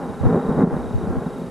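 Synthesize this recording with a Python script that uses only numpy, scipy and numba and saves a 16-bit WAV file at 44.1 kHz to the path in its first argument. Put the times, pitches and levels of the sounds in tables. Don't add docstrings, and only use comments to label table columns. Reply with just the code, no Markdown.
import sys
import numpy as np
from scipy import signal
from scipy.fft import rfft, irfft
from scipy.io import wavfile
from numba import njit

SR = 44100
rng = np.random.default_rng(int(sys.argv[2]) if len(sys.argv) > 2 else 0)


def inscribe(sig):
    pcm = np.round(np.clip(np.atleast_2d(sig).T, -1, 1) * 32767)
    wavfile.write(sys.argv[1], SR, pcm.astype(np.int16))


N = 66150


def undb(db):
    return 10 ** (np.asarray(db) / 20)


def unit(x):
    return x / np.sqrt(np.mean(x ** 2))


def bins():
    return np.maximum(np.fft.rfftfreq(2 * N, 1 / SR), 1)


def shape(points):
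    hz, db = np.array(points, float).T
    return np.interp(np.log(bins()), np.log(hz), db)


def colour(x, db):
    cepstrum = irfft(np.log(undb(db)))
    cepstrum[1:N] *= 2
    cepstrum[N + 1:] = 0
    response = np.exp(rfft(cepstrum))
    return irfft(rfft(x, 2 * N) * response)[..., :N]


def stereo(mid, side):
    return np.array([mid + side, mid - side])


def thunder_colour():
    # f/Hz, relative level/dB per Hz
    thunder_spectrum = [(25, -40), (60, -11.5), (105, -18), (135, -8), (170, -2.5), (250, -3.5),
                        (305, -9.5), (360, -6), (500, -11.5), (700, -22), (1000, -23.5), (1500, -30.5),
                        (2000, -40.5), (2600, -55.5), (6000, -87)]
    # f/Hz, width/Hz, lift/dB
    resonances = [(174.5, 25.3, 5.5), (250.3, 34, 7), (417, 26, 0.5), (461.2, 38, 6.5), (642, 13, 2.5),
                  (807, 83, 7), (1049, 48, 3.5), (1361, 33, 6)]
    level = shape(thunder_spectrum)
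    for hz, width, lift in resonances:
        level = level + lift / (1 + (2 * (bins() - hz) / width) ** 2)
    return level


def shocks():
    shocks_per_s, scatter_db = 1800, 2.0
    arrives = rng.random(N) < shocks_per_s / SR
    sign = rng.choice([-1, 1], N)
    return arrives * sign * undb(scatter_db * rng.standard_normal(N))


def thunder(t):
    # t/s, body level/dB, crackle level/dB
    roll = np.array([(0, -33.5, -34.5), (.05, -31, -35), (.12, -32, -36.5), (.2, -36.5, -38.5),
                     (.3, -30, -29.5), (.4, -30, -31.5), (.44, -26, -32), (.545, -25.5, -33.5),
                     (.67, -20, -32), (.72, -27, -31.5), (.77, -26, -33.5), (.82, -27.5, -36),
                     (.92, -31.5, -37), (1.0, -35.5, -38), (1.039, -25.5, -35.5), (1.13, -26.5, -34),
                     (1.23, -29, -34.5), (1.32, -34.5, -39.5), (1.4, -29.5, -41.5), (1.5, -34, -43.5)])
    # start t/s, hold/s, body level/dB, crackle level/dB
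    peals = [(0.227, 0.043, -23, -29.5), (0.284, 0.05, -20.5, -44), (0.318, 0.059, -15.5, -31),
             (0.494, 0.042, -28, -35), (0.564, 0.069, -19, -32.5), (0.603, 0.023, -15, -28.5),
             (0.639, 0.011, -16, -27)]
    attack_s, release_s = .003, .006
    crossover_hz = 633
    swarm, out = shocks(), 0
    for k, slope in enumerate((1, -1)):
        power = undb(np.interp(t, roll[:, 0], roll[:, 1 + k])) ** 2
        for start, hold, *db in peals:
            rise = np.clip((t - start) / attack_s, 0, 1)
            fall = np.exp(-np.maximum(t - start - hold, 0) / release_s)
            power = power + (undb(db[k]) * rise * fall) ** 2
        band = thunder_colour() - 10 * np.log10(1 + (bins() / crossover_hz) ** (8 * slope))
        steady_level = np.std(colour(swarm, band))
        out = out + colour(swarm * np.sqrt(power), band) / steady_level
    return out


def booms(t):
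    # t/s, peak level/dB, length of the pressure wave/s
    fronts = [(.323, -10.5, 0.0047), (0.345, -18, 0.0049), (.365, -11, 0.00317), (.376, -13.5, 0.0045),
              (0.488, -10, .0045), (0.512, -13.5, 0.0034), (0.607, -11, 0.0047), (0.616, -5.5, 0.0028),
              (0.635, -2.5, 0.00488), (0.671, -12.5, 0.0052), (0.761, -15.5, 0.00545),
              (1.262, -13.5, 0.0046)]
    rounding_hz = 570
    rounded = thunder_colour() - 10 * np.log10(1 + (bins() / rounding_hz) ** 4)
    out = 0
    for start, db, length in fronts:
        u = (t - start) / length
        n_wave = (2 * u - 1) * ((u >= 0) & (u < 1))
        wave = colour(n_wave, rounded)
        out = out + undb(db) * wave / np.abs(wave).max()
    return out


def wind(t):
    # t/s, half-length (Gaussian sigma)/s, level/dB, thump f/Hz, left minus right/dB
    buffets = [(0.098, 0.006, -30.5, 102, -9), (0.215, 0.0054, -25, 90, -8), (.243, 0.017, -22.5, 77.5, -4),
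               (.27, 0.012, -11.5, 112, 5), (.495, 0.004, -28.5, 70, 13), (.585, 0.016, -29, 79, -11),
               (0.655, 0.0047, -45, 65.5, 1), (.738, 0.0099, -22, 119, -3.5), (0.828, 0.034, -36, 57.5, -3),
               (.88, 0.022, -36, 117, 4), (0.957, 0.011, -18.5, 97, 2), (.981, 0.02, -26.5, 103, -2),
               (1.044, .009, -36.5, 91, 16), (1.102, 0.016, -24, 96, 2.5), (1.176, 0.0098, -21.5, 119, 4),
               (1.351, 0.014, -54, 69.6, 11)]
    # f/Hz, relative level/dB per Hz
    wind_spectrum = [(20, -9), (45, -7), (80, -1.5), (140, -0.5), (220, -7.5), (400, -17), (1000, -39.5),
                     (3000, -61.5), (6000, -68)]
    crossing_s = 0.00455
    breeze_db = -44
    turbulence_db, mid_db = -5.5, -2.5
    ports = np.array([[.5], [-.5]])
    force, thumps = undb(breeze_db), 0
    for at, half, db, hz, pan in buffets:
        u = t - at + crossing_s * ports
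        push = undb(db + pan * ports) * np.exp(-.5 * (u / half) ** 2)
        thumps = thumps + np.sqrt(2) * push * np.sin(2 * np.pi * (hz * u + rng.random()))
        force = force + undb(turbulence_db) * push
    mid, side = unit(colour(rng.standard_normal((2, N)), shape(wind_spectrum)))
    return thumps + force * stereo(undb(mid_db) * mid, side)


def bird(t):
    # first note t/s, last note t/s, nominal spacing/s, note length/s, f/Hz, level/dB
    trills = [(.046, 0.253, .052, 0.039, 3810, -57), (0.299, 0.629, .0327, .034, 3800, -55.5),
              (.77, 1.053, .0317, .033, 3794, -57), (1.204, 1.47, .0337, .034, 3820, -57.5)]
    fall_hz, bend_hz = 394, 610
    edge_db, scatter_db = -2, .6
    octave_db = -12.5
    out = np.zeros(N)
    for first, last, spacing, length, hz, db in trills:
        notes = int(round((last - first) / spacing)) + 1
        for place in np.linspace(-1, 1, notes):
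            detune, effort = rng.standard_normal(2)
            centre = (first + last + place * (last - first)) / 2
            u = (t - centre) / length
            on = np.abs(u) < .5
            u = u[on]
            pitch = hz * (1 + 0.0032 * detune) - fall_hz * u - bend_hz * u ** 2
            phase = 2 * np.pi * np.cumsum(pitch) / SR
            size = np.sqrt(2) * undb(db + edge_db * place ** 2 + scatter_db * effort)
            tone = np.sin(phase) + undb(octave_db) * np.sin(2 * phase)
            out[on] += size * np.cos(np.pi * u) ** 2 * tone
    return out


def ticks(t):
    # t/s, envelope level before halving and filtering/dB
    onsets = [(.9363, -40), (1.2486, -38), (1.3833, -32), (1.4017, -38)]
    decay_s, highpass_hz = 0.00045, 7000
    envelope = sum(undb(db) * (t >= at) * np.exp(-np.abs(t - at) / decay_s) for at, db in onsets)
    highpass = signal.butter(2, highpass_hz, "high", fs=SR, output="sos")
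    return signal.sosfilt(highpass, .5 * envelope * rng.standard_normal(N))


def hiss():
    # f/Hz, relative level/dB per Hz
    hiss_spectrum = [(300, 1), (1500, 6.5), (2200, 1), (2800, -1.5), (3500, -4), (4300, -5.5), (7000, -7.5),
                     (7660, -7.5), (10200, -7.5), (12700, -16), (14100, -26)]
    level_db, width = -51, 0.19
    mid, side = unit(colour(rng.standard_normal((2, N)), shape(hiss_spectrum)))
    return undb(level_db) * stereo(mid, width * side)


def scene():
    t = np.arange(N) / SR
    return thunder(t) + booms(t) + wind(t) + bird(t) + ticks(t) + hiss()


@njit
def follow(x, attack, release):
    out, e = np.empty(len(x)), 0.
    for i in range(len(x)):
        e += (x[i] - e) * (attack if x[i] > e else release)
        out[i] = e
    return out


def record(dry):
    threshold_db, slope = -16, .85
    attack_s, release_s = .03, .05
    top_hz = 13800
    power = dry.mean(axis=0) ** 2
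    envelope = np.sqrt(follow(power, 1 / (attack_s * SR), 1 / (release_s * SR)))
    gain = np.maximum(envelope / undb(threshold_db), 1) ** -slope
    lowpass = signal.ellip(8, .2, 80, top_hz, fs=SR, output="sos")
    return signal.sosfilt(lowpass, dry * gain)


dry = scene()
out = record(dry)
inscribe(out)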